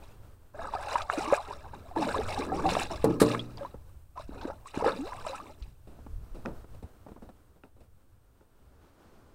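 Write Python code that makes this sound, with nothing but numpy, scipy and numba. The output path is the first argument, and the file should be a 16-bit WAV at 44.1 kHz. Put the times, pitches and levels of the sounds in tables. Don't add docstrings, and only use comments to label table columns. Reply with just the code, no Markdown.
import sys
import numpy as np
from scipy import signal
from scipy.fft import rfft, irfft
from scipy.io import wavfile
from scipy.ndimage import uniform_filter1d
from numba import njit

SR = 44100
rng = np.random.default_rng(int(sys.argv[2]) if len(sys.argv) > 2 else 0)


def unload_audio(sound):
    columns = np.transpose(np.atleast_2d(sound))
    steps = np.round(np.clip(columns, -1, 1) * 32767)
    wavfile.write(sys.argv[1], SR, steps.astype(np.int16))


N = 411894

# (time [s], level in the lulls [dB])
GUSTS = [(0.0, -56.5), (0.52, -61.5), (0.83, -52), (2.03, -57.5), (2.18, -46.5), (3.0, -47.5), (3.6, -60),
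         (4.81, -58.5), (4.94, -55.5), (5.96, -58.5), (6.11, -54), (6.45, -51.5), (6.97, -61.5),
         (8.48, -70), (8.66, -65), (9.34, -68)]
# (time [s], level [dB])
WASH_LEVEL = [(0, -57.5), (.45, -67), (3.6, -57), (4.05, -70.5), (5.8, -68), (6.05, -60), (6.5, -59),
              (7.9, -70.5), (8.55, -68.5), (8.8, -63), (9.34, -61)]
# (time [s], level [dB])
HISS_LEVEL = [(0, -70.5), (.45, -74.5), (3.7, -70.5), (4.07, -74.5), (5.4, -69.5), (5.8, -74.5),
              (6.45, -71), (7.95, -78), (9.34, -77)]
# (time [s], envelope peak [dB], frequency [Hz])
JOLTS = [(3.954, -42, 62), (5.615, -31.5, 51), (6.129, -30.5, 36.3), (6.31, -32.5, 27), (6.837, -33, 76.5)]
# (time [s], peak [dB], brightness [dB/octave], low-pass [Hz])
CLACKS = [(6.4592, -23, 2, 7000), (6.485, -44, -3, 6000), (7.636, -41.5, -3, 3200), (8.41, -50, -1, 1600)]
# (frequency [Hz], relative level [dB], t60 [s])
TACKLE_MODES = [(417, 9, 0.12), (890, 4.5, 0.028), (1400, 17, 0.0086), (1845, 1.5, 0.015), (2510, 9, .01),
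                (5000, -13, 0.0085)]
# (time [s], level [dB], treble relative to thud [dB], t60 [s])
KNOCKS = [(3.742, -38.5, -41, 0.058), (5.872, -51, -17.5, 0.42), (5.988, -48.5, -32, 0.11),
          (6.064, -34, -37, 0.034), (6.345, -43.5, -19.5, 0.35), (6.452, -32, -35, 0.28),
          (6.643, -35.5, -41, 0.028), (6.746, -47, -18, 0.058), (6.825, -42, -21.5, 0.16),
          (7.064, -38.5, -41, 0.066), (7.084, -42.5, -25, 0.084), (7.117, -41, -29, 0.052),
          (7.161, -43, -38, 0.092), (7.221, -44.5, -23, 0.21), (7.289, -38.5, -28, 0.064),
          (7.559, -55.5, -22.5, 0.12), (7.637, -47.5, -23, 0.14), (7.764, -59.5, -23, 0.32),
          (7.804, -53.5, -14, 0.13), (8.41, -57.5, -23, 0.15)]
# (time [s], level [dB], boom frequency [Hz])
BANGS = [(3.042, -10, 460), (3.2143, -10.5, 285), (3.216, -9, 473)]
# (frequency [Hz], relative level [dB], t60 [s])
HULL_MODES = [(120.1, -3, 0.85), (175.5, -8, 0.8), (237, -2, 0.72), (272.5, 2, 0.57), (299, 4.5, 0.58),
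              (331, 3.5, .35), (358, -3.5, 0.28), (396, -5.5, 0.4), (450, 7, 0.3), (593, -6, 0.35),
              (823, -7.5, .3), (836, -4.5, 0.22), (1140, -11.5, 0.26), (1260, -13.5, 0.57)]
# (time [s], peak [dB], centre [Hz], half the t60 of the push [s])
SMACKS = [(.957, -26, 1250, 0.013), (1.019, -28, 3500, 0.011), (1.0993, -11, 1200, 0.0031),
          (1.333, -18, 1300, 0.017), (2.025, -27, 1090, .008), (2.691, -24.5, 3300, 0.021),
          (2.752, -25.5, 2600, 0.0065), (2.807, -22.5, 1590, 0.003), (3.315, -26, 2660, .012),
          (3.349, -25.5, 1690, 0.0081), (3.582, -38, 3170, 0.011), (4.413, -38.5, 3840, 0.051),
          (4.453, -38, 1710, 0.0022), (4.744, -34, 1900, 0.0095), (4.877, -22, 1140, 0.072),
          (5.132, -30, 1410, 0.0069), (5.269, -33, 3150, 0.012), (5.624, -43, 3600, 0.017)]
# (time [s], starting pitch [Hz], level before damping [dB], life [s], pitch rise before limiting [octaves])
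PLOPS = [(.545, 570, -40.5, 0.041, 2.5), (0.737, 905, -26, 0.016, -0.5), (0.751, 747, -21.5, 0.017, 0),
         (0.9559, 947, -15, 0.018, .1), (1.176, 291, -26, 0.035, 1.7), (1.262, 2300, -36, 0.0096, -4),
         (1.275, 312, -34, 0.077, 0.8), (1.302, 1025, -24, 0.011, .5), (1.325, 524, -10, 0.019, 0.6),
         (1.332, 785, -20, 0.022, .2), (1.912, 735, -37, 0.025, -0.3), (1.962, 844, -23, 0.025, 0.5),
         (1.967, 335, -27, 0.093, -0.5), (2.024, 780, -23, 0.02, .7), (2.144, 995, -20.5, 0.026, 1.2),
         (2.182, 3640, -32.5, 0.007, 1), (2.188, 408, -23.5, 0.022, 1), (2.407, 2050, -39, 0.011, .6),
         (2.422, 2290, -32.5, 0.0091, 2.3), (2.519, 754, -24, 0.058, 0.3), (2.655, 783, -18, 0.061, -0.3),
         (2.752, 1050, -16, 0.0049, 1.2), (2.7679, 647, -15, 0.0095, 2.5), (3.347, 1140, -22.5, 0.012, .7),
         (3.394, 3280, -28.5, 0.017, 1.1), (3.573, 4640, -38.5, 0.0048, 1.7),
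         (3.609, 567, -33.5, 0.054, -0.1), (3.649, 960, -29.5, 0.023, 0.4), (4.1756, 977, -31, 0.028, .6),
         (4.198, 630, -33.5, 0.012, 0), (4.292, 305, -30, 0.0072, -1.2), (4.452, 313, -24, 0.01, 0),
         (4.478, 496, -31, 0.041, 0.5), (4.501, 674, -24.5, 0.0046, 1), (4.658, 1055, -38, 0.0264, 2),
         (4.774, 242, -17.5, 0.005, 1), (4.809, 906, -25.5, 0.024, 2), (4.824, 475, -21, 0.016, 0),
         (4.844, 810, -19, 0.013, .2), (4.861, 469, -14, 0.027, 0.5), (4.92, 3650, -36, .01, 2.5),
         (4.989, 262, -32, .112, 2.3), (5.122, 970, -30.5, 0.024, 0.4), (5.266, 657, -26.5, 0.017, -0.5),
         (5.296, 532, -33.5, 0.054, 0.1), (5.401, 1120, -34, 0.021, 1)]
# (time [s], length [s], bubbling [dB], deep churning [dB], spray [dB])
STROKES = [(.01, 0.022, -61, -89, -65), (0.535, 0.051, -50, -59, -65), (0.579, 0.095, -42, -54.5, -56),
           (0.718, 0.23, -40.5, -63, -53.5), (0.906, 0.093, -38, -64, -49.5),
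           (1.087, 0.068, -38, -61, -48.5), (1.166, 0.11, -38.5, -51, -47.5), (1.308, 0.039, -32, -67, -42),
           (1.467, 0.056, -42, -52, -52), (1.636, 0.0083, -49, -55.5, -83), (1.722, 0.019, -49, -47, -64),
           (1.796, 0.17, -59.5, -65.5, -73.5), (1.952, 0.11, -39, -36.5, -48.5),
           (2.063, 0.048, -35.5, -46, -43), (2.141, 0.074, -36, -41, -52.5),
           (2.25, 0.13, -39.5, -55, -47.5), (2.365, 0.35, -42, -37.5, -54.5),
           (2.634, 0.18, -38.5, -42, -44.5), (2.895, 0.022, -35.5, -41, -45), (3.051, 0.054, -41, -32, -57),
           (3.236, 0.11, -41, -39.5, -48), (3.565, 0.076, -49.5, -55, -63),
           (4.155, 0.045, -50.5, -67.5, -56.5), (4.3, 0.097, -53.5, -52, -65.5),
           (4.407, 0.091, -46, -50.5, -61), (4.646, 0.061, -61, -79, -57.5),
           (4.735, 0.15, -42, -46.5, -53.5), (4.833, 0.041, -32.5, -34.5, -42),
           (4.92, 0.012, -62, -39, -57), (5.03, 0.19, -49, -62.5, -59), (5.237, 0.12, -44.5, -58, -51.5),
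           (5.388, 0.12, -59, -56.5, -64), (5.566, 0.11, -72, -65.5, -72)]
# (attack [s], release t60 [s], settling share [dB], settling t60 [s])
STROKE_RESPONSE = [(0.009, 0.22, -11.5, 0.96), (0.023, 0.27, -15.5, 1.0), (0.024, 0.33, -10.5, 1)]

# (frequency [Hz], relative density [dB per Hz])
BREEZE_SPECTRUM = [(12, 3.5), (30, -6.5), (70, -1.5), (110, -7.5), (180, -25), (400, -48), (900, -55.5)]
RIVER_SPECTRUM = [(100, -5.5), (250, -2), (450, -4.5), (800, -10), (1400, -12), (2000, -22), (4800, -28),
                  (7000, -31.5), (12000, -42.5)]
HISS_SPECTRUM = [(1300, -15.5), (2000, -10), (2700, -4.5), (5000, -9), (7900, -5.5), (8400, 3),
                 (9000, -5.5), (12300, -4.5), (13600, -2), (15500, -3.5)]
KNOCK_SPECTRUM = [(60, -13), (190, 7), (420, 1.5), (700, -2.5), (1300, -14), (2400, -33), (12000, -55.5)]
SHEET_SPECTRUM = [(500, -11.5), (1200, 12), (2700, -1.5), (3200, -6.5), (3900, 2.5), (6200, -6.5),
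                  (8000, -1.5), (10500, -3), (15000, -16)]
CHURNING_SPECTRUM = [(70, -31), (130, -1.5), (250, -3.5), (420, -4), (560, 1), (900, -24.5), (4000, -72)]
BUBBLING_SPECTRUM = [(230, -33), (420, -5), (600, 0), (850, 2.5), (1250, -3), (1650, -9.5), (2400, -36),
                     (6000, -42.5)]
SPRAY_SPECTRUM = [(1000, -28.5), (1700, -12), (2220, -10), (2700, -5.5), (3220, -19), (3800, -7),
                  (4370, -15), (5500, -14.5), (6320, -21), (7960, -15.5), (9580, -14.5), (10800, -25.5),
                  (12300, -29), (14100, -26), (15500, -32)]

BUFFET_DB, BUFFET_SPREAD_DB, BUFFETS_PER_S = 7.5, 3, 11
DRUMMING_DB, DRUMMING_T60_S, DRUMMING_TOP_HZ = -22, 0.68, 483
SHEET_START_S, SHEET_ATTACK_S, SHEET_HOLD_S, SHEET_T60_S, SHEET_DB = 3.199, 0.0032, 0.024, 0.079, -27.5
DRAIN_DB, DRAIN_T60_S = -24.5, 0.53
DAMPING_HZ = 399
CLIMB_HZ = 700
RUSH_DB, MIST_DB = -9, -3
IN_WATER_S = 6.0
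TOP_HZ = 15750


def undb(db):
    return 10 ** (np.asarray(db) / 20)


def unit(x):
    return x / np.sqrt(np.mean(x ** 2))


def curve(table):
    return np.interp(np.arange(N) / SR, *np.transpose(table))


def add(out, start_s, x):
    i = max(int(start_s * SR), 0)
    out[i:i + len(x)] += x[:max(N - i, 0)]


def colour(x, points, size=4096):
    hz, db = np.transpose(points)
    f = np.maximum(np.fft.rfftfreq(size, 1 / SR), 1)
    response_db = np.interp(np.log(f), np.log(hz), db)
    cepstrum = irfft(np.log(undb(response_db)))
    cepstrum[1:size // 2] *= 2
    cepstrum[size // 2 + 1:] = 0
    impulse = irfft(np.exp(rfft(cepstrum)))
    return signal.fftconvolve(x, impulse)[:len(x)]


def noise(points, count=N):
    return unit(colour(rng.standard_normal(count), points))


def walk(rate_hz):
    k = int(SR / rate_hz)
    steps = np.repeat(rng.standard_normal(N // k + 1), k)
    return unit(uniform_filter1d(steps, k)[:N])


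def fade(t, t60_s):
    return np.exp(-np.log(1000) * t / t60_s)


def band(x, hz, width):
    return signal.lfilter(*signal.iirpeak(hz, 1 / width, fs=SR), x)


def lowpass(x, top_hz, order=4):
    return signal.sosfilt(signal.butter(order, top_hz, fs=SR, output="sos"), x)


def modes(t, hz, gain_db, t60_s, phase=0):
    return undb(gain_db) * fade(t, t60_s) * np.sin(2 * np.pi * hz * t + phase)


def breeze():
    buffets_db = BUFFET_DB + BUFFET_SPREAD_DB * walk(BUFFETS_PER_S)
    return noise(BREEZE_SPECTRUM) * undb(curve(GUSTS) + buffets_db)


def wash_and_hiss():
    ripple_db = 1.8 * walk(22)
    wash = noise(RIVER_SPECTRUM) * undb(curve(WASH_LEVEL) + ripple_db)
    hiss = noise(HISS_SPECTRUM) * undb(curve(HISS_LEVEL) + ripple_db / 2)
    return wash + hiss


def jolts():
    out, t = np.zeros(N), np.arange(SR // 4) / SR
    for start_s, db, hz in JOLTS:
        cycles = hz * t
        envelope = 2 * cycles * np.exp(1 - 2 * cycles)
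        add(out, start_s, undb(db) * np.sin(2 * np.pi * cycles) * envelope)
    return out


def clacks():
    out, t = np.zeros(N), np.arange(SR // 5) / SR
    lowest_hz = TACKLE_MODES[0][0]
    for start_s, db, tilt, top_hz in CLACKS:
        ring = sum(modes(t, hz, gain + tilt * np.log2(hz / lowest_hz), t60_s)
                   for hz, gain, t60_s in TACKLE_MODES)
        contact = .2 * rng.standard_normal(len(t)) * fade(t, 0.0057)
        contact[0] += 1
        x = lowpass(signal.fftconvolve(contact, ring)[:len(t)], min(top_hz, SR / 3))
        add(out, start_s, undb(db) * x / np.abs(x).max())
    return out


def hull(t):
    chance = rng.standard_normal((len(HULL_MODES), 2))
    ring = sum(modes(t, hz, db + shift_db, t60_s, phase / 2)
               for (hz, db, t60_s), (shift_db, phase) in zip(HULL_MODES, chance))
    return ring * (1 - fade(t, 0.04)) / np.sqrt(len(HULL_MODES))


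def knocks():
    out, t = np.zeros(N), np.arange(SR // 2) / SR
    for start_s, db, treble_db, t60_s in KNOCKS:
        thud = noise(KNOCK_SPECTRUM, len(t))
        scuff = undb(treble_db) * noise(SPRAY_SPECTRUM, len(t))
        bump = (thud + scuff) * fade(t, t60_s) + undb(-21.0) * hull(t)
        add(out, start_s, undb(db) * (1 - fade(t, 0.0055)) * bump)
    return out


def bangs():
    out, t = np.zeros(N), np.arange(SR) / SR
    yielding = 1 - fade(t, 0.005)
    for start_s, db, hz in BANGS:
        boom = np.sin(2 * np.pi * hz * t) * fade(t, 0.032) * (1 - fade(t, 0.013))
        rattle = noise(KNOCK_SPECTRUM, SR) * fade(t, 0.15)
        slap = noise(SHEET_SPECTRUM, SR) * fade(t, 0.056)
        rumble = colour(rng.standard_normal(SR), CHURNING_SPECTRUM)
        rumble = unit(lowpass(rumble, DRUMMING_TOP_HZ, order=6))
        drumming = undb(DRUMMING_DB) * rumble * fade(t, DRUMMING_T60_S)
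        noisy = yielding * (drumming + undb(-11) * rattle + undb(-20.5) * slap)
        add(out, start_s, undb(db) * (undb(6.5) * boom + undb(-7.5) * hull(t) + noisy))
    return out


def sheet():
    envelope, t = np.zeros(N), np.arange(SR) / SR
    after = np.maximum(t - SHEET_HOLD_S, 0)
    draining = undb(DRAIN_DB) * fade(after, DRAIN_T60_S)
    decay = np.maximum(fade(after, SHEET_T60_S), draining)
    add(envelope, SHEET_START_S, np.minimum(t / SHEET_ATTACK_S, 1) * decay)
    return envelope * noise(SHEET_SPECTRUM) * undb(SHEET_DB + 1.5 * walk(200))


def smacks():
    out, t = np.zeros(N), np.arange(SR // 10) / SR
    for start_s, db, hz, ring_s in SMACKS:
        push = rng.standard_normal(len(t)) * fade(t, 2 * ring_s)
        push[0] += 5
        x = band(band(push, hz, 0.8), hz, 1.3)
        x = lowpass(x, min(1.59 * hz, SR / 3))
        add(out, start_s, undb(db) * x / np.abs(x).max())
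    return out


@njit
def bubbles(start_s, hz, size, life_s, rise_oct, damping_np):
    out = np.zeros(N)
    for k in range(len(start_s)):
        first, n, phase = int(start_s[k] * SR), int(life_s[k] * SR) + 2, 0.
        for i in range(min(n, N - first)):
            u = i / n
            pitch_hz = min(hz[k] * 2 ** (rise_oct[k] * u * u), .45 * SR)
            phase += 2 * np.pi * pitch_hz / SR
            envelope = min(phase / 2, 1.) * np.exp(-damping_np[k] * u) * (1 - u ** 3)
            out[first + i] += size[k] * envelope * np.sin(phase)
    return out


def plops():
    start_s, hz, db, life_s, rise_oct = np.array(PLOPS).T.copy()
    rise_oct = np.minimum(rise_oct, np.log2(1 + CLIMB_HZ / hz))
    damping_np = np.minimum(hz / DAMPING_HZ, 1.9)
    return bubbles(start_s, hz, undb(db), life_s, rise_oct, damping_np)


def swarm(low_hz, high_hz, cycles, spread_db, rise_oct, count):
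    when, pitch, loud, ring, lift = rng.random((count, 5)).T
    begin_s = STROKES[0][0]
    start_s = begin_s + (IN_WATER_S - begin_s) * (np.arange(count) + when) / count
    hz = low_hz * (high_hz / low_hz) ** pitch
    size = undb(spread_db * loud ** 2) * hz / low_hz
    life_s = cycles * 2 ** (2 * ring - 1) / hz
    return bubbles(start_s, hz, size, life_s, rise_oct * lift ** 2, np.full(count, 1.8))


def stirring(level_db, attack_s, release_t60_s, settle_db, settle_t60_s):
    power, t = np.zeros(N), np.arange(3 * SR // 2) / SR
    for (start_s, length_s, *_), db in zip(STROKES, level_db):
        after = np.maximum(t - length_s, 0)
        settling = undb(settle_db) * fade(after, settle_t60_s)
        release = fade(after, release_t60_s) ** 2 + settling ** 2
        add(power, start_s, (undb(db) * np.minimum(t / attack_s, 1)) ** 2 * release)
    return np.sqrt(power)


def thrashing():
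    churn = swarm(161, 501, cycles=6, spread_db=5.5, rise_oct=0.19, count=1000)
    cloud = swarm(380, 2370, cycles=16, spread_db=13.5, rise_oct=.7, count=2500)
    ticks = swarm(1700, 8150, cycles=8.5, spread_db=24.5, rise_oct=0.3, count=9500)
    chirps = swarm(1500, 6000, cycles=44, spread_db=22, rise_oct=0.55, count=1800)
    churn = unit(colour(churn, CHURNING_SPECTRUM))
    cloud = unit(colour(cloud, BUBBLING_SPECTRUM))
    ticks = unit(colour(ticks, SPRAY_SPECTRUM))
    chirps = unit(colour(chirps, SPRAY_SPECTRUM))
    tearing = undb(2 * walk(110) + 2.6 * walk(32))
    cloud = cloud + undb(RUSH_DB) * tearing * noise(BUBBLING_SPECTRUM)
    spray = (ticks + chirps / 2 + undb(MIST_DB) * noise(SPRAY_SPECTRUM)) * tearing
    levels_db = np.array(STROKES).T[2:]
    layers = zip((cloud, churn, spray), levels_db, STROKE_RESPONSE)
    return sum(unit(layer) * stirring(db, *response) for layer, db, response in layers)


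def echo(water):
    t = np.arange(SR // 4) / SR
    scatter = rng.standard_normal(len(t)) * fade(t, 0.024) * (1 - fade(t, 0.05))
    return signal.fftconvolve(water, scatter / np.linalg.norm(scatter))[:N]


def scene():
    background = breeze() + wash_and_hiss() + jolts()
    boat = clacks() + knocks() + bangs() + sheet()
    water = smacks() + plops() + thrashing()
    return (background + boat + water + undb(-13.5) * echo(water))[None]


def record(dry):
    return signal.sosfilt(signal.ellip(10, .2, 70, TOP_HZ, fs=SR, output="sos"), dry)


dry = scene()
out = record(dry)
unload_audio(out)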